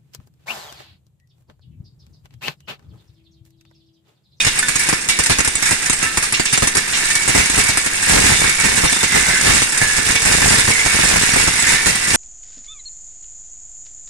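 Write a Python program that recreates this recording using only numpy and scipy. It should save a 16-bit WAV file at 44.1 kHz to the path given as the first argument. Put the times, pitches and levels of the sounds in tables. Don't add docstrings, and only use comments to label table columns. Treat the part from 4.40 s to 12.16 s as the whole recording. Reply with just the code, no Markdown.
import sys
import numpy as np
from scipy import signal
from scipy.fft import rfft, irfft
from scipy.io import wavfile
from scipy.ndimage import uniform_filter1d, minimum_filter1d

SR = 44100
rng = np.random.default_rng(int(sys.argv[2]) if len(sys.argv) > 2 else 0)


def pcm_store(signal):
    levels = np.round(np.clip(np.atleast_2d(signal), -1, 1) * 32767)
    wavfile.write(sys.argv[1], SR, levels.astype(np.int16).T)


N = 342216
T = np.arange(N) / SR
RING_T = T[:SR // 2]

# (frequency [Hz], base level [dB])
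HUM_PARTIALS = [(100, -45), (450, -44.5)]
# (time [s], gain [dB])
HUM_SWELL = [(0, -6), (1, -12), (3, -10), (3.8, -3), (5, -4), (5.8, 3), (7, 2), (7.76, -3)]
# (time [s], flow [dB])
HEAP_FLOW = [(0, -27), (.45, -28), (.58, -29.5), (.9, -27), (1.75, -29.5), (2.45, -27.5), (2.68, -23),
             (2.82, -25), (3.02, -23), (3.64, -28), (3.72, -19.5), (4.3, -23), (5.1, -22), (5.55, -24.5),
             (5.9, -20.5), (6.4, -20.5), (7.25, -22.5), (7.4, -24), (7.76, -21.5)]
# (time [s], strength [dB], thud [dB], bounce decay [s])
HEAVY_DROPS = [(0.0481, -4, -27, 0.0067), (0.067, -6, -24, 0.015), (0.1894, 0.5, -29, 0.0035),
               (0.2275, -11, -42, 0.005), (0.2843, -5.5, -33.5, 0.019), (0.356, -1, -25.5, .006),
               (0.394, -7, -49, 0.037), (0.4877, -4, -23.5, 0.0097), (0.5273, -5, -14.5, 0.0037),
               (.579, -19, -46, .005), (0.6872, -1.5, -32, 0.022), (0.789, 2.5, -18, 0.0095),
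               (0.837, -2, -46, 0.0028), (0.8599, -2, -34, 0.01), (0.897, -1, -14, 0.0085),
               (.912, -3, -20.5, 0.015), (0.9855, -0.5, -15.5, 0.0074), (1.004, -3, -20, 0.0044),
               (1.047, -6.5, -39, 0.016), (1.0755, -2, -19.5, 0.0059), (1.1538, -1, -25.5, 0.0027),
               (1.2238, -3, -31, 0.014), (1.256, -5.5, -44, 0.032), (1.29, -11, -40, 0.025),
               (1.309, -0.5, -18, 0.019), (1.46, -7, -35, 0.0084), (1.497, 1, -15.5, 0.0035),
               (1.5298, -4.5, -30, 0.0049), (1.6266, -7.5, -29, 0.029), (1.7723, -2, -16.5, 0.0067),
               (1.826, -6, -37, 0.022), (1.924, -8.5, -33, 0.016), (1.9965, -1.5, -13, 0.0056),
               (2.055, -6.5, -33, 0.0064), (2.1272, 1.5, -24, 0.015), (2.1757, -0.5, -15, 0.0034),
               (2.2219, -2, -16, 0.016), (2.272, 1.5, -15, 0.004), (2.3517, -6, -22.5, 0.008),
               (2.3689, 0, -20.5, 0.016), (2.7033, -10, -36, 0.0075), (2.753, -1.5, -29, 0.0083),
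               (2.877, -1.5, -18.5, 0.019), (2.9493, -3, -16.5, 0.03), (2.9789, -2, -18.5, 0.025),
               (3.0984, -4, -24, 0.0044), (3.1771, 1, -15.5, 0.014), (3.27, -11, -44, .008),
               (3.2879, -4.5, -25, 0.018), (3.372, -1.5, -26, 0.011), (3.462, -6.5, -25, 0.0085),
               (3.693, -7, -25, 0.081), (3.778, -18, -21, 0.0083), (3.8392, -2, -22, 0.043),
               (3.8894, -6, -24, 0.04), (3.916, -6, -19.5, 0.022), (4.04, -13, -22.5, 0.013),
               (4.1992, -9, -33, .008), (4.24, -8, -23, 0.047), (4.3743, -9.5, -27, 0.033),
               (4.4334, 2, -12, 0.019), (4.523, -1.5, -21.5, 0.0067), (4.562, -10, -25, 0.0046),
               (4.63, -1.5, -19, 0.016), (4.749, -4, -20.5, 0.032), (4.887, -8.5, -25, 0.024),
               (4.976, -8, -42, .006), (5.01, -5.5, -39, 0.0061), (5.0572, -5.5, -21.5, 0.059),
               (5.0836, -8, -19, 0.044), (5.2187, -1, -17.5, 0.0055), (5.322, -7, -38, 0.0091),
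               (5.375, -5, -34, 0.008), (5.414, -6, -23.5, 0.026), (5.5821, -12, -24, 0.019),
               (5.666, -24, -29, 0.013), (5.754, -7, -22, 0.008), (5.858, -2, -19.5, 0.025),
               (5.921, 1, -25, 0.01), (5.94, -5, -20, 0.0087), (6.019, -6, -19.5, 0.0092),
               (6.12, -4, -21, 0.019), (6.183, -1, -21, 0.017), (6.277, -8, -22.5, 0.021),
               (6.3042, -3.5, -20.5, 0.0073), (6.459, -3, -16, 0.0076), (6.5888, -8, -20.5, .016),
               (6.733, -11, -26, 0.008), (6.759, -4, -19, 0.015), (6.919, -15, -32, 0.011),
               (6.936, -6, -23, 0.0073), (6.958, -6, -21, 0.017), (7.0743, -3.5, -21, 0.017),
               (7.1892, -10, -30, 0.0064), (7.223, -2, -29, 0.0073), (7.282, -2, -28, 0.026),
               (7.3194, -3, -24.5, 0.015), (7.34, -10, -24, 0.0067), (7.459, -1.5, -20, 0.039),
               (7.743, -10, -23.5, 0.014)]
# (time [s], level [dB], bounce decay [s])
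TUMBLES = [(.0024, -16, 0.021), (.048, -16, 0.0045), (0.0665, -15, .02), (0.6873, -15.5, .03),
           (.8963, -15, 0.036), (1.9386, -17, 0.029), (2.0555, -20, 0.056), (2.126, -22.5, 0.061),
           (2.5325, -18, 0.033), (2.7028, -18, 0.014), (4.522, -21, .008), (4.631, -16, .011),
           (5.0575, -17, 0.063), (5.217, -16, 0.0062), (5.757, -15, 0.013), (6.957, -23, 0.0099),
           (7.2815, -23, 0.033), (7.459, -25, .03)]
# (time [s], frequency [Hz], level [dB], t60 [s])
CLANGS = [(0.003, 2480, -12, 0.13), (0.003, 3670, -12, 0.1), (0.047, 2790, -25, 0.55),
          (0.227, 1490, -18, 0.17), (0.228, 1755, -13.5, 0.17), (0.227, 1430, -28, 0.088),
          (0.227, 3580, -25.5, 0.41), (0.7, 2276, -18, 0.53), (0.688, 3700, -26, 0.58),
          (0.897, 3560, -31, 0.25), (.358, 6600, -13, .07), (.488, 9680, -15, .09), (0.789, 8070, -12, .07),
          (1.157, 8010, -17, 0.12), (1.289, 9390, -18, .06), (1.498, 7130, -14, .06),
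          (1.497, 9650, -9, 0.056), (1.53, 8300, -21, 0.24), (1.773, 9470, -14, 0.077),
          (1.924, 9720, -16, .06), (2.128, 8960, -6, .07), (2.352, 9700, -16, .06), (2.885, 6630, -14, .07),
          (3.372, 8080, -17, .07), (3.634, 8100, -15.5, .08), (1.632, 1314, -24.5, 0.58),
          (1.66, 1780, -17.5, 0.26), (1.629, 2730, -23.5, 0.42), (2.706, 1804, -12, 0.12),
          (2.753, 2250, -25, 0.22), (4.255, 7750, -17, .09), (4.478, 5800, -14, 0.083),
          (5.218, 7750, -16, 0.084), (5.41, 1684, -17, 1), (5.411, 1760, -15, 0.65),
          (5.757, 2250, -19, 0.36), (5.94, 8100, -12, 0.083), (6.024, 1766, -14.5, 0.29),
          (6.119, 8400, -17, 0.21), (6.918, 5685, -16, .09), (7.188, 7830, -17, 0.25),
          (7.281, 6370, -13, .08)]
# (start [s], end [s], mode [Hz], level [dB], strike scatter [ms])
CHATTER_RUNS = [(.25, .5, 2255, -32, .12), (.96, 1.36, 3640, -38, .2), (1.22, 1.34, 2250, -29, .12),
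                (2.628, 2.837, 2255, -29, .09), (2.7, 2.8, 1803, -30, .08), (2.9, 3.07, 2255, -26.5, .09),
                (2.949, 3.06, 2070, -26, .1), (3.202, 3.423, 2250, -28.5, .09),
                (3.898, 4.1, 3610, -30.5, .06), (3.98, 4.28, 2250, -25.5, .12),
                (4.36, 4.72, 3600, -30, .065), (4.6, 5.03, 2066, -24.5, .09),
                (4.722, 5.02, 1770, -27.5, .1), (4.8, 5.08, 1538, -28.5, .08),
                (4.867, 5.02, 1690, -28.5, .09), (6.22, 6.6, 2245, -27, .14),
                (6.25, 6.52, 2066, -24.5, .08), (6.892, 7.104, 2245, -30, .1),
                (7.059, 7.42, 2066, -26.5, .08), (7.24, 7.42, 1800, -27, .12),
                (7.253, 7.455, 2265, -27.5, .1), (7.38, 7.72, 1975, -29.5, .16)]
# (time [s], level [dB])
TOCKS = [(.528, -20.5), (.79, -27), (.897, -24), (1.498, -25), (1.773, -26), (1.998, -22), (2.226, -21.5),
         (2.369, -24), (3.373, -23.5), (3.779, -25), (3.903, -24), (4.019, -24), (4.454, -22), (4.563, -27),
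         (4.633, -20.5), (5.218, -27), (5.923, -25), (6.303, -23), (6.959, -26), (7.083, -25)]
# (frequency [Hz], relative level [dB])
CHUTE_MODES = [(2777, -1.0), (2853, -3.0), (3100, -7.0), (3343, -6.0), (3552, -3.0), (3606, 0.0),
               (3682, -3.0), (3784, -3.0), (3956, -7.0), (3994, -7.0), (4317, -7.0)]
SCREW_MODES = [(4608, -3.0), (4651, 0.0), (5065, -2.0), (5447, -3.0), (5539, -3.0), (5830, -2.0),
               (5953, -1.0), (6206, -2.0), (6416, -2.0), (6621, -1.0), (6896, -5.0), (7251, -4.0),
               (8220, -1.0), (8327, -1.0), (8586, -3.0), (8833, -3.0), (9076, -3.0), (9582, -1.0),
               (9614, -3.0), (9727, -3.0), (9910, -6.0), (10125, -8.0), (11983, -17.0), (12042, -19.0),
               (12203, -19.0), (12230, -19.0)]
PAN_MODES = [(1313, -14.5), (1421, -13), (1507, -29), (1539, -2), (1571, -58), (1641, -12), (1690, -10),
             (1765, 5.5), (1803, -3.5), (1986, -22.5), (2067, 6.5), (2217, 3), (2244, 4), (2293, 0.5),
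             (2411, -6), (2444, -25.5), (2487, 2), (2535, -18.5), (2680, -0.5), (2707, -2.5)]
TOCK_MODES = [(320, -2), (520, -4), (700, -5), (880, -1), (1040, 0), (1200, 0), (1380, -3)]
# (frequency [Hz], relative level [dB])
HALL_SPECTRUM = [(20, 12), (50, 1), (75, -6), (120, 2), (300, 3), (620, -5.5), (1100, -8), (3000, -21.5),
                 (10000, -34)]
CHUTE_SPECTRUM = [(1200, -39), (2300, -3), (2800, -4.5), (3200, -7), (3700, -5.5), (4200, -7), (6500, -9.5),
                  (13000, -65)]
SCREW_SPECTRUM = [(1500, -33), (3500, -23.5), (4600, -4), (6000, -2), (7000, -3), (8000, -1), (9000, -1),
                  (9800, -2.5), (10500, -9.5), (11600, -16), (12100, -24), (13000, -15.5), (15000, -36)]
PAN_SPECTRUM = [(450, -28), (850, -7), (1350, -5.5), (1600, -0.5), (1800, 0), (2200, 0.5), (2500, -5.5),
                (3100, -22.5), (5000, -27.5), (13000, -32)]
THUD_SPECTRUM = [(12, -22), (30, 0), (110, 0.5), (220, -1), (350, -3), (480, -1), (640, -5), (1100, -12.5),
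                 (2000, -15), (5000, -44), (13000, -31)]
CRACK_SPECTRUM = [(100, -16), (600, -12), (1300, -1), (2500, 0), (4000, -2.5), (6500, -5), (10000, -14),
                  (15000, -40)]
THUMP_SPECTRUM = [(12, -18), (35, -1.5), (90, 1), (230, -1), (350, -2), (550, -5.5), (1100, -5.5),
                  (1500, -9), (2500, -13), (5000, -22), (13000, -45)]
# (base left lead [ms], left minus right [dB])
PAN_PLACES = [(.6, 1), (-.6, -1), (.75, 0), (.6, 1), (-.7, -1), (.6, 0)]
# (frequency [Hz], left minus right [dB])
PORT_BALANCE = [(100, 0.5), (700, 1), (1280, 0.5), (2200, -5), (4400, -1), (6500, -5), (8100, -11.5),
                (9500, 10.5), (12000, 3.5), (15000, -2)]

USUAL_FLOW_DB, USUAL_STRENGTH_DB, USUAL_THUD_DB = -23, -4.5, -23
HEAP_JINGLE_DB = -23.5
# (usual level [dB], slope on strength [dB/dB], on thud [dB/dB], on flow [dB/dB])
CHUTE_LAW, PAN_LAW = (-23.5, 0.84, 0.07, 0.37), (-18, 0.39, 0.16, 0.02)
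HALF_SIDE = np.array([[.5], [-.5]])


def amp(db):
    return 10 ** (np.asarray(db) / 20)


def unit(x):
    return x / np.sqrt(np.mean(np.sum(x ** 2, -1)) + 1e-20)


def add(mix, time_s, sound):
    part = mix[..., max(0, round(time_s * SR)):][..., :sound.shape[-1]]
    part += sound[..., :part.shape[-1]]


def wander(per_s):
    knots_s = np.arange(0, T[-1] + 1, 1 / per_s)
    return np.interp(T, knots_s, rng.standard_normal(len(knots_s)))


def decay(t60_s):
    return amp(-60 * RING_T / t60_s)


def phasors(count):
    return np.exp(2j * np.pi * rng.random((2, count)))


def colour(spectrum, size=2048):
    hz, db = np.transpose(spectrum)
    bins_hz = abs(np.fft.fftfreq(size, 1 / SR)) + 1
    log_gain = np.log(amp(np.interp(np.log(bins_hz), np.log(hz), db)))
    return unit(np.fft.ifft(np.exp(np.conj(signal.hilbert(log_gain)))).real)


def diffuse_noise(size, split_hz=230):
    mid, side = rng.standard_normal((2, size))
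    side = signal.sosfilt(signal.butter(1, split_hz, "high", fs=SR, output="sos"), side)
    return np.array([mid + side, mid - side])


def contact(spectrum, lead_ms, wash_db, wash_t60_s, hall_db, hall_t60_s=0.13):
    click = np.zeros((2, len(RING_T)))
    lag = round(abs(lead_ms) * SR / 1000)
    click[[0, 1], [0, lag] if lead_ms > 0 else [lag, 0]] = 1
    wash = unit(diffuse_noise(len(RING_T)) * decay(wash_t60_s))
    hall = unit(diffuse_noise(len(RING_T)) * decay(hall_t60_s))
    paths = click + amp(wash_db) * wash + amp(hall_db) * hall
    return unit(signal.fftconvolve(paths, colour(spectrum)[None], axes=1)[:, :len(RING_T)])


def ringing(modes, t60_s, level_db):
    hz, db = np.transpose(modes)
    weights = amp(db + 0.99 * rng.standard_normal(len(hz))) * phasors(len(hz))
    tones = (weights @ np.exp(2j * np.pi * hz[:, None] * RING_T)).real
    return amp(level_db) * unit(tones * decay(t60_s))


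def radiate(force, response):
    out = np.zeros((2, N))
    for push, (lead_ms, side_db) in zip(force, PAN_PLACES):
        out += amp(HALF_SIDE * side_db) * signal.oaconvolve(push[None], response(lead_ms), axes=1)[:, :N]
    return out


def drive_and_hall(hall_db=-37):
    hall = signal.oaconvolve(diffuse_noise(N), colour(HALL_SPECTRUM)[None], axes=1)[:, :N]
    hum = sum(amp(db + 4 * wander(9)) * np.sin(2 * np.pi * hz * T + 1.2 * wander(14))
              for hz, db in HUM_PARTIALS)
    return amp(hall_db) * hall + hum * amp(np.interp(T, *np.transpose(HUM_SWELL)))


def heap_flow(surge_db=2):
    return np.interp(T, *np.transpose(HEAP_FLOW)) - USUAL_FLOW_DB + surge_db * wander(per_s=13)


def landings(flow_db, strays_per_s=6, stray_bounce_s=0.013):
    slots_s = np.arange(0, T[-1], 1 / strays_per_s)
    offset, size, weight = rng.random((len(slots_s), 3)).T
    times_s = slots_s + offset / strays_per_s
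    local_flow_db = np.interp(times_s, T, flow_db)
    span_db = np.sqrt(12)
    strength_db = -8.5 + 1.2 * local_flow_db + span_db * (size - .5)
    thud_db = -34.5 + 1.8 * local_flow_db + span_db * (size + weight - 1)
    strays = np.c_[times_s, strength_db, thud_db, np.full(len(times_s), stray_bounce_s)]
    return np.vstack([HEAVY_DROPS, strays])


def ring_db(law, drops, flow_db):
    times_s, strength_db, thud_db, _ = drops.T
    excess_db = np.c_[strength_db - USUAL_STRENGTH_DB, thud_db - USUAL_THUD_DB,
                      np.interp(times_s, T, flow_db)]
    return law[0] + excess_db @ law[1:]


def forces(heap_db, blows, per_s, spread_db, first_hit, bounces_per_s=2200):
    count = len(PAN_PLACES)
    sizes = amp(spread_db * np.clip(rng.standard_normal((count, N)), -2, 2))
    sizes *= rng.choice([-1, 1], (count, N))
    clicks = sizes * (rng.random((count, N)) < per_s / count / SR)
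    force = amp(heap_db) * unit(clicks) * np.sqrt(N / count)
    t = T[:SR // 6]
    for time_s, db, bounce_s in blows:
        bounces = rng.choice([-1, 1], len(t)) * (rng.random(len(t)) < bounces_per_s / SR)
        blow = unit(bounces * np.exp(-t / bounce_s))
        blow[0] = -first_hit
        add(force[rng.integers(count)], time_s, amp(db) * unit(blow) * np.sqrt(bounce_s * SR))
    return force


def chutes(flow_db, drops, heap_db=-24, bounce_stretch=2.14):
    times_s, _, _, bounce_s = drops.T
    landed = np.c_[times_s, ring_db(CHUTE_LAW, drops, flow_db), bounce_stretch * bounce_s]
    blows = np.vstack([landed, TUMBLES])
    force = forces(heap_db + flow_db, blows, per_s=700, spread_db=1.5, first_hit=0.11)
    return radiate(force, lambda lead_ms: (
        contact(CHUTE_SPECTRUM, lead_ms, wash_db=4.3, wash_t60_s=0.073, hall_db=-9.5)
        + ringing(CHUTE_MODES, t60_s=0.26, level_db=-10)))


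def screws(flow_db, drops, landing_gain_db=-13):
    times_s, strength_db, _, bounce_s = drops.T
    blows = np.c_[times_s, strength_db + landing_gain_db, bounce_s]
    force = forces(HEAP_JINGLE_DB + flow_db, blows, per_s=770, spread_db=0.5, first_hit=0.23)
    return radiate(force, lambda lead_ms: (
        contact(SCREW_SPECTRUM, lead_ms, wash_db=7, wash_t60_s=.03, hall_db=-5)
        + ringing(SCREW_MODES, t60_s=0.79, level_db=-12)))


def pans(flow_db, drops, heap_db=-23):
    times_s, _, _, bounce_s = drops.T
    blows = np.c_[times_s, ring_db(PAN_LAW, drops, flow_db), bounce_s]
    force = forces(heap_db + flow_db, blows, per_s=600, spread_db=0.5, first_hit=0.3)
    return radiate(force, lambda lead_ms: (
        contact(PAN_SPECTRUM, lead_ms, wash_db=0.58, wash_t60_s=0.1, hall_db=-7)
        + ringing(PAN_MODES, t60_s=.22, level_db=-5.5)))


def thuds(flow_db, drops, heap_db=-32.5, flow_slope=3.05, landing_gain_db=3.5):
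    times_s, _, thud_db, bounce_s = drops.T
    blows = np.c_[times_s, thud_db + landing_gain_db, bounce_s]
    force = forces(heap_db + flow_slope * flow_db, blows, per_s=150, spread_db=4, first_hit=0.13)
    return radiate(force, lambda lead_ms: contact(
        THUD_SPECTRUM, lead_ms * 1.41, wash_db=-12, wash_t60_s=.035, hall_db=-21))


def clangs():
    out = np.zeros((2, N))
    for time_s, hz, db, t60_s in CLANGS:
        phase_rad = rng.uniform(-1, 1, (2, 1))
        add(out, time_s, amp(db) * np.sin(2 * np.pi * hz * RING_T + phase_rad) * decay(t60_s))
    return out


def clinks(flow_db, drops, loose_per_s=60, mode_count=11):
    loose = rng.random(N) < loose_per_s / SR
    scatter_db = 2.5 * np.clip(rng.standard_normal(loose.sum()), -2, 2)
    loose_db = HEAP_JINGLE_DB + flow_db[loose] + 1.2 + scatter_db
    landed_s, landed_db = drops[:, 0], drops[:, 1] - 11.5
    t, out = T[:SR // 8], np.zeros((2, N))
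    for time_s, db in zip(np.r_[landed_s, T[loose]], np.r_[landed_db, loose_db]):
        hz = rng.triangular(3600, 8600, 10400, (mode_count, 1))
        t60_s = rng.uniform(.03, .11, (mode_count, 1))
        weights = amp(rng.uniform(-6, 3, (2, mode_count))) * phasors(mode_count)
        modes = np.exp((2j * np.pi * hz - np.log(1000) / t60_s) * t)
        add(out, time_s, amp(db) / 2 * (weights @ modes).real)
    return out


def cracks(gain_db=-1, energy_s=.006):
    force = np.zeros((len(PAN_PLACES), N))
    for time_s, _, thud_db, _ in HEAVY_DROPS:
        impulse = amp(thud_db + gain_db) * np.sqrt(energy_s * SR)
        force[rng.integers(len(PAN_PLACES)), round(time_s * SR)] -= impulse
    return radiate(force, lambda lead_ms: contact(
        CRACK_SPECTRUM, lead_ms, wash_db=5, wash_t60_s=.022, hall_db=-14))


def pings(modes, law, flow_db, drops, t60_s=0.12, gain_db=-7.5):
    hz, db = np.transpose(modes)
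    t, out = T[:SR // 4], np.zeros((2, N))
    for time_s, level_db in zip(drops[:, 0], ring_db(law, drops, flow_db)):
        pair_hz = rng.choice(hz, size=2, p=amp(db) / amp(db).sum())
        tones = (phasors(2) @ np.exp(2j * np.pi * pair_hz[:, None] * t)).real
        add(out, time_s, amp(level_db + gain_db) * tones * decay(t60_s)[:len(t)])
    return out


def overload_thumps(drops, gain_db=2.5, delay_s=.002, gap_s=.006, second_gain=0.8):
    force = np.zeros((len(PAN_PLACES), N))
    for time_s, _, thud_db, bounce_s in drops:
        push = np.zeros(SR // 20)
        push[0] = -1
        push[round(gap_s * SR * rng.uniform(.4, 1.6))] = -second_gain
        size = amp(thud_db + gain_db) * np.sqrt(np.clip(bounce_s, .002, .012) * SR)
        add(force[rng.integers(len(PAN_PLACES))], time_s + delay_s, size * unit(push))
    return radiate(force, lambda lead_ms: contact(
        THUMP_SPECTRUM, lead_ms * 1.4, wash_db=-16, wash_t60_s=.025, hall_db=-28))


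def chatter(shake_hz=76.8, t60_s=0.075, spread_db=4.5, edge_fade_db=6):
    out = np.zeros((2, N))
    for start_s, end_s, hz, db, scatter_ms in CHATTER_RUNS:
        length_s = end_s - start_s
        crests_s = np.round(np.arange(0, length_s, 1 / shake_hz) * hz) / hz
        times_s = abs(crests_s + scatter_ms / 1000 * rng.standard_normal(len(crests_s)))
        fade_db = edge_fade_db * (2 * times_s / length_s - 1) ** 2
        strike_db = spread_db * rng.standard_normal(len(times_s)) - fade_db
        strikes = np.zeros(round(times_s.max() * SR) + 1)
        strikes[np.round(times_s * SR).astype(int)] = amp(strike_db)
        mode = unit(np.sin(2 * np.pi * hz * RING_T + rng.uniform(-1.23, 1, (2, 1))) * decay(t60_s))
        buzz = signal.fftconvolve(strikes[None], mode, axes=1)
        add(out, start_s, amp(db) * unit(buzz) * np.sqrt(length_s * SR))
    return out


def tocks(t60_s=0.031, energy_s=.01):
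    hz, db = np.transpose(TOCK_MODES)
    out = np.zeros((2, N))
    for time_s, level_db in TOCKS:
        detuned_hz = hz * rng.uniform(.9, 1.1) * rng.uniform(.92, 1.08, len(hz))
        gains = amp(db + rng.uniform(-4, 4, len(hz))) * rng.choice([-1, 1], len(hz))
        weights = gains * np.exp(1j * rng.uniform(-.9, .9, (2, len(hz))))
        tock = (weights @ np.exp(2j * np.pi * detuned_hz[:, None] * RING_T)).imag * decay(t60_s)
        add(out, time_s, amp(level_db) * unit(tock) * np.sqrt(energy_s * SR))
    return out


def scene():
    flow_db = heap_flow()
    drops = landings(flow_db)
    mix = pings(PAN_MODES, PAN_LAW, flow_db, drops) + pings(CHUTE_MODES, CHUTE_LAW, flow_db, drops)
    for source in (screws, clinks, chutes, pans, thuds):
        mix += source(flow_db, drops)
    mix += overload_thumps(drops) + tocks() + cracks() + clangs() + chatter() + drive_and_hall()
    balance_db = np.interp(np.fft.rfftfreq(N, 1 / SR), *np.transpose(PORT_BALANCE))
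    return irfft(rfft(mix) * amp(HALF_SIDE * balance_db), N)


def record(dry, ceiling=.93, window_samples=130, cutoff_hz=15300):
    allowed = np.minimum(1, ceiling / (abs(dry).max(0) + 1e-9))
    gain = uniform_filter1d(minimum_filter1d(allowed, window_samples), window_samples)
    lowpass = signal.firwin(401, cutoff_hz, window=("kaiser", 8), fs=SR)
    return signal.oaconvolve(dry * gain, lowpass[None], "same")


dry = scene()
out = record(dry)
pcm_store(out)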